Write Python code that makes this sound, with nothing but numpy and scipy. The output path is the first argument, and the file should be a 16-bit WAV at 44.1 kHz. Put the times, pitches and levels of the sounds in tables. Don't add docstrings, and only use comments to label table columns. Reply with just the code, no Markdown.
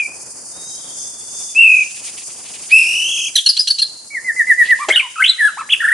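import sys
import numpy as np
from scipy import signal
from scipy.fft import rfft, irfft, next_fast_len
from scipy.io import wavfile
from scipy.ndimage import uniform_filter1d, minimum_filter1d

SR = 44100
rng = np.random.default_rng(int(sys.argv[2]) if len(sys.argv) > 2 else 0)


def dump_mix(stems):
    frames = np.atleast_2d(stems).T
    limited = np.clip(frames, -1, 1)
    pcm = np.round(limited * 32767).astype(np.int16)
    wavfile.write(sys.argv[1], SR, pcm)


N = 261513
TIME = np.arange(N) / SR


def amp(db):
    return 10 ** (np.asarray(db) / 20)


def unit(x):
    return x / np.sqrt(np.mean(x ** 2) + 1e-20)


def read(points, hz):
    f, value = np.transpose(points)
    return np.interp(np.log(hz + 1), np.log(f + 1), value)


def follow(rows):
    s, *columns = np.transpose(rows)
    t = np.arange(s[0], s[-1], 1 / SR)
    return t, *(np.interp(t, s, column) for column in columns)


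def add(mix, s, sound):
    part = mix[..., max(round(s * SR), 0):][..., :sound.shape[-1]]
    part += sound[..., :part.shape[-1]]


def wobble(size, hz):
    padded = size + 4096
    f = np.fft.rfftfreq(padded, 1 / SR)
    spectrum = rfft(rng.standard_normal(padded)) * np.exp(-(f / hz) ** 2)
    return unit(irfft(spectrum))[:size]


# frequency_hz, correlation (share)
NOISE_LIKENESS = [(50, 0.7), (150, 0.61), (400, 0.55), (2000, 0.9), (4500, 0.7), (7000, 0.023),
                  (11000, 0.014)]


def noise(colour):
    hz = np.fft.rfftfreq(next_fast_len(N + 1, True), 1 / SR)
    a, b = rng.standard_normal((2, len(hz))) + 1j * rng.standard_normal((2, len(hz)))
    same = np.clip(read(NOISE_LIKENESS, hz), -1, 1)
    pair = np.array([a, same * a + np.sqrt(1 - same ** 2) * b])
    return unit(irfft(pair * amp(read(colour, hz)))[:, :N])


def song():
    voice = np.zeros((2, N))
    for notes in quavering_whistles(), slurs(), arched_notes(), [yodel()], warble_glides():
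        for s, sound in notes:
            add(voice, s, sound)
    return voice[0] + rasp_and_pip_calls() + chuck(*CHUCK), voice[1]


# frequency_hz, level_db relative to the note's effort
OVERTONES = [(2000, -24), (2700, -23), (4000, -29), (6000, -41), (7400, -40.5), (8200, -20.5),
             (9000, -26.5), (9600, -21), (10200, -25.5), (11200, -28), (13000, -85)]


def syrinx(hz, main_db, octave_db, edge_db, jitter=0.0066, beamed=.0, growth=0.97, blur=0.28, octave_blur=0.5):
    size = len(hz)
    phase = 2 * np.pi * np.cumsum(hz * (1 + jitter * wobble(size, 630))) / SR
    tone = amp(main_db) * np.sin(phase)
    tone += (1 - beamed) * amp(octave_db) * np.sin(2 * phase)
    upper = beamed * amp(octave_db) * np.sin(2 * phase + octave_blur * wobble(size, 760))
    effort_db = growth * np.maximum(main_db, octave_db) + edge_db
    for k in range(3, 8):
        level = amp(effort_db + read(OVERTONES, k * hz)) * (k * hz < SR / 3)
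        upper += level * np.sin(k * phase + blur * wobble(size, 400))
    return np.array([tone, upper]) * signal.windows.tukey(size, min(0.0012 * SR / size, 1))


QUAVER_CUSP, QUAVER_RISE_S = 0.062, 0.0091


def quaver(age, rate, after, slowing=0):
    t = np.maximum(age - after, 0)
    turn = 2 * np.pi * (rate * t - slowing * t ** 2 / 2)
    fade_in = np.minimum(t / QUAVER_RISE_S, 1)
    return -fade_in * (np.cos(turn) + QUAVER_CUSP * np.cos(2 * turn))


def swell(u, crest, edge_db, shape):
    return edge_db * np.interp(u, [0, np.clip(crest, .05, .95), 1], [1, 0, 1]) ** shape


QUAVER_AFTER_S, QUAVER_HZ = 0.031, 55
SLOWING_PER_S2 = 27.4


def whistle(rows, rate, widen_hz_per_s, octave_db, octave_db_per_s, edge_db, jitter, pulse_db=0.5,
            uneven=0.15, octave_pulse_db=5):
    t, hz, db = follow(rows)
    age = t - t[0]
    arch = quaver(age, rate, QUAVER_AFTER_S, SLOWING_PER_S2)
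    depth_hz = QUAVER_HZ + widen_hz_per_s * age
    hz = hz + depth_hz * arch * (1 + uneven * wobble(len(t), 41))
    octave = np.minimum(octave_db + octave_db_per_s * age, db) + octave_pulse_db * arch
    return t[0], syrinx(hz, db + pulse_db * arch, octave, edge_db, jitter, beamed=0.9, growth=0.7)


# start_s, pitch_hz, level_db
OPENING_WHISTLE = [(0.0, 2518, -9), (0.02, 2385, -17), (0.06, 2360, -21), (0.076, 2520, -41)]
FALLING_WHISTLE = [(1.548, 2426, -30), (1.563, 2615, -10.5), (1.6, 2722, 0.5), (1.635, 2680, -1),
                   (1.672, 2553, -5.5), (1.77, 2485, -9), (1.825, 2439, -12), (1.846, 2367, -41)]
RISING_WHISTLE = [(2.707, 2144, -33), (2.717, 2415, -12), (2.729, 2568, -1), (2.775, 2622, -3.5),
                  (2.845, 2596, -13.5), (3.0, 2792, -15), (3.11, 3028, -17), (3.282, 2870, -20.5),
                  (3.295, 2820, -40)]


def quavering_whistles():
    return [
        whistle(OPENING_WHISTLE, rate=37.0, widen_hz_per_s=100, octave_db=-48, octave_db_per_s=-100,
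                edge_db=-18.0, jitter=0.0021),
        whistle(FALLING_WHISTLE, rate=47.3, widen_hz_per_s=230, octave_db=-33.5, octave_db_per_s=-52,
                edge_db=-4.0, jitter=0.0032, pulse_db=3.0),
        whistle(RISING_WHISTLE, rate=51.3, widen_hz_per_s=577, octave_db=-25.0, octave_db_per_s=8.5,
                edge_db=8.5, jitter=0.0049)]


# start_s, rasp_length_s, buzz_start_hz, buzz_held_hz, buzz_end_hz, rasp_db,
# pip_delay_s, pip_length_s, pip_start_hz, pip_end_hz, pip_db, pip_crest (share of length)
RASP_PIPS = [(3.353, 0.02, 2050, 1959, 1250, -0.5, 0.021, 0.023, 4004, 3010, -6, 0.48),
             (3.46, 0.016, 1490, 1427, 1372, 1.5, .028, 0.016, 5240, 4070, 0.5, 0.45),
             (3.565, 0.017, 927, 1457, 1423, -9, 0.025, 0.027, 4770, 5160, -4.5, .2),
             (3.67, 0.021, 800, 1453, 1435, -7.5, 0.032, 0.0141, 4654, 4430, -1.5, 0.68),
             (3.782, 0.029, 780, 1404, 1360, -9, 0.034, 0.019, 4485, 4105, -3, 0.59)]
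# frequency_hz, level_db
FIZZ_COLOUR = [(700, -24), (1300, -42), (1650, 1.5), (2200, -19), (3000, -1), (4500, -12), (5300, -25.5),
               (6100, -1), (7000, -15), (7900, -2), (9200, -4), (10500, 13), (11500, -21), (13000, -33)]


def rasp_and_pip_calls():
    out, fizz = np.zeros(N), noise(FIZZ_COLOUR)[0]
    for s, length, start_hz, held_hz, end_hz, db, delay, *pip in RASP_PIPS:
        add(out, *rasp(s, length, start_hz, held_hz, end_hz, db))
        add(out, *chip(fizz, s + delay, *pip))
    return out


# frequency_hz, level_db
RASP_COLOUR = [(900, -38), (1400, -41), (1650, -21), (2150, -28.5), (2700, -20.5), (3250, -3.5),
               (3600, -17.5), (3900, -4.5), (4300, -2), (4900, -18), (5400, -24.5), (5950, -10.5),
               (6800, -29), (7700, -15.5), (9000, -28), (10500, -15), (12000, -29.5)]
RASP_SETTLE_S = 0.0062
RASP_JITTER, RASP_FLUTTER, RASP_GRIT_DB = .018, .33, -8


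def rasp(s, length, start_hz, held_hz, end_hz, db, chaos_hz=450):
    size = int(length * SR)
    age = np.arange(size) / SR
    slide_on = (start_hz - held_hz) * np.exp(-(age / RASP_SETTLE_S) ** 2)
    slide_off = (end_hz - held_hz) * np.exp(-(age[::-1] / RASP_SETTLE_S) ** 2)
    hz = held_hz + slide_on + slide_off
    phase = 2 * np.pi * np.cumsum(hz * (1 + RASP_JITTER * wobble(size, chaos_hz))) / SR
    buzz = sum((1 + RASP_FLUTTER * wobble(size, chaos_hz)) * np.sin(k * phase) for k in range(1, 8))
    grit = amp(RASP_GRIT_DB) * rng.standard_normal(size)
    drive = np.zeros(N)
    add(drive, s, amp(db) * signal.windows.tukey(size, .6) * (buzz + grit))
    padded = next_fast_len(N, True)
    throat = amp(read(RASP_COLOUR, np.fft.rfftfreq(padded, 1 / SR)))
    return 0, irfft(rfft(drive, padded) * throat, padded)[:N]


def chip(fizz, s, length, start_hz, end_hz, db, crest, rough=.11, chaos_hz=1300, swing=0.21,
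         octave_db=-1, fizz_db=-1, edge_db=-11):
    size = int(length * SR)
    hz = np.linspace(start_hz, end_hz, size) * (1 + swing * rough * wobble(size, chaos_hz))
    phase = 2 * np.pi * np.cumsum(hz) / SR
    octave = amp(octave_db + read(RASP_COLOUR, 2 * hz)) * np.sin(2 * phase)
    tone = unit(1 + rough * wobble(size, chaos_hz)) * (np.sin(phase) + octave)
    grit = amp(fizz_db) * rough * fizz[int(s * SR):][:size]
    level_db = db + swell(np.linspace(0, 1, size), crest, edge_db, ARCH_SHAPE)
    return s, amp(level_db) * signal.windows.tukey(size, .25) * (tone + grit)


def slur(s, length, start_hz, end_hz, db, octave_db=-39):
    u = np.linspace(0, 1, int(length * SR))
    level_db = db + swell(u, SLUR_CREST, SLUR_EDGE_DB, SLUR_SHAPE)
    hz = start_hz + (end_hz - start_hz) * np.interp(u, [SLUR_HOLD, 1], [0, 1]) ** SLUR_BEND
    tone = syrinx(hz, level_db, level_db + octave_db, edge_db=-2.0, blur=0.18)
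    return s, tone * signal.windows.tukey(len(u), .2)


# start_s, length_s, start_pitch_hz, end_pitch_hz, level_db
SLURS = [(4.101, 0.094, 2250, 1655, -17), (4.242, 0.074, 2063, 1680, -10.5),
         (4.359, 0.067, 2036, 1703, -5.5), (4.467, 0.065, 2026, 1683, -2), (4.573, 0.0626, 1975, 1764, -2),
         (4.685, 0.054, 1992, 1694, -1.5)]
SLUR_HOLD, SLUR_CREST = .39, 0.82
SLUR_BEND, SLUR_EDGE_DB, SLUR_SHAPE = 1.224, -14.5, 1.6


def slurs():
    return [slur(*row) for row in SLURS]


WARBLE_JITTER, WARBLE_FLUTTER_DB = .013, 1.8


def warble(hz, db, octave_db):
    grain_db = WARBLE_FLUTTER_DB * wobble(len(hz), 183)
    return syrinx(hz, db + grain_db, octave_db + grain_db, edge_db=4.5, jitter=WARBLE_JITTER, blur=1.0)


# start_s, length_s, start_pitch_hz, middle_pitch_hz, end_pitch_hz, level_db,
# crest (share of length)
ARCHES = [(4.787, 0.071, 887, 1189, 936, -18, 0.48), (4.9, 0.02, 1780, 2160, 2020, -2.5, 0.48),
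          (5.022, 0.052, 1065, 1020, 930, -25.5, 0.59), (5.199, 0.023, 1350, 1566, 1280, -8, 0.4),
          (5.2188, 0.014, 1440, 2115, 1900, -2.5, 0.48), (5.2387, 0.0125, 2490, 3117, 2080, 0.5, 0.75),
          (5.2565, 0.013, 3165, 3437, 2850, -4.5, 0.72), (5.275, 0.0092, 3260, 3860, 3200, -10.5, 0.85),
          (5.282, 0.03, 3880, 4000, 3630, -5, 0.61), (5.315, .014, 3660, 3530, 3280, -18, 0.36),
          (5.569, 0.056, 647, 1333, 718, -18.5, 0.55)]
ARCH_EDGE_DB, ARCH_SHAPE = -10.5, 1.23
# pitch_hz, octave_db relative to the fundamental
OCTAVE_LEAK = [(750, 4), (1000, -12), (1300, -14), (1700, -29), (2200, -41), (4000, -20)]


def arched_notes():
    notes = []
    for s, length, start_hz, middle_hz, end_hz, db, crest in ARCHES:
        u = np.linspace(0, 1, int(length * SR))
        hz = np.polyval(np.polyfit([0, .5, 1], [start_hz, middle_hz, end_hz], 2), u)
        level_db = db + swell(u, crest, ARCH_EDGE_DB, ARCH_SHAPE)
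        tone = warble(hz, level_db, level_db + read(OCTAVE_LEAK, hz))
        notes.append((s, tone * signal.windows.tukey(len(u), .2)))
    return notes


# start_s, pitch_hz, octave_db, fundamental_db
YODEL = [(4.922, 1710, -20, -24), (4.927, 1530, -11, -26), (4.934, 1610, -15, -26), (4.942, 1860, -24, -22),
         (4.953, 1915, -18, -18), (4.957, 1744, -18, -20), (4.962, 1460, -1, -29), (4.969, 1411, -5.5, -31),
         (4.979, 1487, -8, -23), (4.985, 1625, -18, -33), (4.993, 1412, -12, -31), (5.0, 1203, -6.5, -42),
         (5.012, 1028, -17.5, -39)]


def yodel():
    t, hz, octave_db, fundamental_db = follow(YODEL)
    return t[0], warble(hz, fundamental_db, octave_db)


def glide(rows, rate=0, depth=0, pulse_db=0, after=0, octave_db=0):
    t, hz, db = follow(rows)
    arch = quaver(t - t[0], rate, after)
    hz, db = hz * (1 + depth * arch), db + pulse_db * arch
    return t[0], warble(hz, db, db + octave_db + read(OCTAVE_LEAK, hz))


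# start_s, pitch_hz, level_db
CLIMB = [(5.157, 1467, -31), (5.165, 1303, -24), (5.173, 1226, -27), (5.184, 1353, -19), (5.194, 1244, -18),
         (5.203, 1400, -22)]
WHIP = [(5.69, 1720, -25), (5.698, 3270, -22), (5.703, 2940, -13), (5.708, 3390, -13), (5.711, 2555, -12.5),
        (5.718, 3350, -18), (5.727, 3393, -7.5), (5.736, 2656, -0.5), (5.742, 2275, -24),
        (5.749, 1440, -32)]
SAG = [(5.378, 1797, -34), (5.392, 1990, -16.5), (5.407, 1873, -7), (5.42, 1733, -10), (5.47, 1697, -9),
       (5.496, 1252, -23)]
TRILL = [(5.793, 1812, -45), (5.806, 1662, -17), (5.85, 1575, -14.5), (5.89, 1655, -11), (5.93, 1726, -12)]


def warble_glides():
    return [
        glide(CLIMB, octave_db=6.0),
        glide(WHIP),
        glide(SAG, rate=34.7, depth=0.018, pulse_db=-0.5, after=0.0464),
        glide(TRILL, rate=26.3, depth=0.139, pulse_db=6.5, after=0)]


# start_s, level_db, decay_s
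CHUCK = (4.885, -12.5, 0.016)
# frequency_hz, level_db
CHUCK_COLOUR = [(70, -57.5), (150, -45), (240, -18), (330, -6), (450, -4.5), (720, -6), (1200, -14),
                (1800, -7), (2500, -9), (5000, -21), (6300, -16.5), (8400, -19.5), (11000, -42)]
# frequency_hz, level_db, t60_s
CHUCK_RING = [(399.5, -12.5, 0.069), (518, -15.5, 0.055), (647, -16, 0.066), (760, -19, 0.049)]
CHUCK_FLOOR_HZ = 282


def chuck(s, db, decay):
    age = np.maximum(TIME - s, 0)
    burst = amp(db) * noise(CHUCK_COLOUR)[0] * np.exp(-(age / decay) ** 2)
    ring = sum(amp(level - 60 * age / t60) * np.sin(2 * np.pi * hz * age) for hz, level, t60 in CHUCK_RING)
    sound = (burst + ring) * (1 - np.exp(-age / 0.001))
    return signal.sosfilt(signal.butter(4, CHUCK_FLOOR_HZ, "highpass", fs=SR, output="sos"), sound)


# left_delay_s, right_delay_s, level_db
ECHOES = [(.00122, .00122, -19.5), (.00179, .00179, -28.5), (.00238, 0.0021, -23.5),
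          (.00372, 0.0035, -15.5), (.00469, 0.0055, -15.5), (.00646, 0.0056, -13.5), (0.0164, .0157, -22)]


def echoes(x):
    out = np.zeros((2, N))
    for *delays, db in ECHOES:
        for channel, delay in zip(out, delays):
            add(channel, delay, amp(db) * x)
    return out


def scatter(x, t60s, delay, likeness):
    taps = rng.choice([-1., 1.], (3, SR)) * (rng.random((3, SR)) < 3000 / SR)
    hz, t, z = signal.stft(taps, SR, nperseg=256)
    decay = amp(-60 * t / read(t60s, hz)[:, None])
    tails = signal.istft(z * decay, SR, nperseg=256)[1]
    tails = np.pad(tails, ((0, 0), (int(delay * SR), 0)))
    share = np.clip(likeness, 0, 1)
    pair = np.sqrt(share) * tails[0] + np.sqrt(1 - share) * tails[1:]
    return signal.fftconvolve(x[None], pair / np.linalg.norm(pair[0]), axes=1)[:, :N]


def shimmer(x, radians, rate_hz):
    analytic = signal.hilbert(x, next_fast_len(N))[:, :N]
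    return (analytic * np.exp(1j * radians * wobble(N, rate_hz))).real


# frequency_hz, t60_s
GROVE = [(300, 0.16), (1500, 0.74), (2600, 0.62), (4000, 0.94), (10000, 0.84)]


def reflected_song(voice, overtones):
    beams = amp(-7.0) * scatter(voice, [(300, 0.11), (10000, 0.14)], delay=0.004, likeness=0.88)
    stems = scatter(voice, GROVE, delay=0.013, likeness=0.32)
    grove = amp(-14.5) * shimmer(stems, radians=1.3, rate_hz=60)
    thrown = scatter(overtones, [(3000, 0.079), (10000, 0.055)], delay=0.0027, likeness=0.45)
    sheen = amp(-7.5) * (overtones + thrown)
    late = scatter(overtones, [(3000, 0.3), (10000, 0.22)], delay=0.0072, likeness=0.4)
    haze = amp(-11) * shimmer(late, radians=0.97, rate_hz=270)
    return echoes(voice) + beams + grove + sheen + haze


# peak_s, width_s, level_db
RUSTLES = [(.72, 0.065, -30.5), (1.03, 0.067, -28), (1.42, 0.1, -29), (1.82, 0.086, -32)]
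# frequency_hz, level_db
RUSTLE_COLOUR = [(3000, -60), (4400, -33), (5000, -1), (5600, -9), (6300, 6), (7200, -4), (9000, -4),
                 (11000, -31)]


def feathers():
    swish = sum(amp(db) * np.exp(-.5 * ((TIME - s) / width) ** 2) for s, width, db in RUSTLES)
    return swish * noise(RUSTLE_COLOUR)


# start_s, length_s, start_pitch_hz, end_pitch_hz, level_db
DIFFUSE_WHISTLES = [(0, 0.12, 2545, 2490, -36), (0.48, 0.29, 3670, 3890, -40),
                    (0.654, 0.31, 3206, 3170, -43), (0.698, 0.65, 3517, 3492, -43.5),
                    (1.216, 0.36, 3560, 3483, -40)]


def diffuse_whistles(waver=0.011):
    out = np.zeros(N)
    for s, length, start_hz, end_hz, db in DIFFUSE_WHISTLES:
        size = int(length * SR)
        hz = np.linspace(start_hz, end_hz, size) * (1 + waver * wobble(size, 122))
        phase = 2 * np.pi * np.cumsum(hz) / SR
        add(out, s, amp(db) * np.sin(phase) * signal.windows.tukey(size, .5))
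    return shimmer(scatter(out, GROVE, delay=.005, likeness=0.5), radians=.8, rate_hz=50)


def bed(colour, level, flicker_db):
    curve_db = np.interp(TIME, *np.transpose(level))
    return noise(colour) * amp(curve_db + flicker_db * wobble(N, 31.4))


# start_s, level_db
HISS_LEVEL = [(0, -34), (1.5, -29.5), (1.62, -39), (2, -31), (3.45, -32.5), (3.9, -40), (4.3, -36.5),
              (4.8, -36), (5.05, -39), (5.93, -40)]
AIR_LEVEL = [(0, -47), (.7, -45), (1.948, -48.5), (2.6, -46), (3.3, -48), (3.499, -65.5), (3.9, -51.5),
             (4.75, -48), (5.1, -56), (5.93, -51.5)]
MID_NOISE_LEVEL = [(0, -91), (1.9, -42), (2.68, -43.5), (2.8, -33), (3, -40), (4.201, -76), (4.7, -35.5),
                   (5.1, -53), (5.93, -49)]
# frequency_hz, relative density (dB per Hz)
HISS_COLOUR = [(2500, -37), (4100, -14), (4700, 8), (5200, 7), (5700, 6), (6600, 12.5), (7200, 12),
               (7800, 8), (8500, 14.5), (9200, 9), (9900, 13), (10600, 3), (11000, -17.5), (12000, -63)]
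AIR_COLOUR = [(20, -26), (60, -3), (150, 2), (330, 3.5), (800, 1.5), (1300, -3.5), (2000, -9),
              (3000, -12.5), (4000, -22.5), (5000, -1.5), (12000, -47)]
MID_NOISE_COLOUR = [(1200, -25.5), (2000, -10.5), (2600, -3), (3500, -7.5), (4400, -8.5), (6000, -23)]


def background():
    hiss = bed(HISS_COLOUR, HISS_LEVEL, flicker_db=1.63)
    air = bed(AIR_COLOUR, AIR_LEVEL, flicker_db=2.5)
    mid_noise = bed(MID_NOISE_COLOUR, MID_NOISE_LEVEL, flicker_db=4.5)
    return hiss + air + mid_noise


def scene():
    voice, overtones = song()
    return voice + reflected_song(voice, overtones) + feathers() + diffuse_whistles() + background()


def low_pass(x, hz):
    return signal.oaconvolve(x, signal.firwin(255, hz, window=("kaiser", 8), fs=SR)[None], "same")


MIC_HZ, EDGE_HZ = 11600, 16000
CEILING = 1.08


def record(dry):
    x = low_pass(dry, MIC_HZ)
    gain = np.minimum(CEILING / (abs(x).max(0) + 1e-9), 1)
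    gain = uniform_filter1d(minimum_filter1d(gain, size=90), size=90)
    return low_pass(np.clip(x * gain, -1, 1), EDGE_HZ)


dry = scene()
out = record(dry)
dump_mix(out)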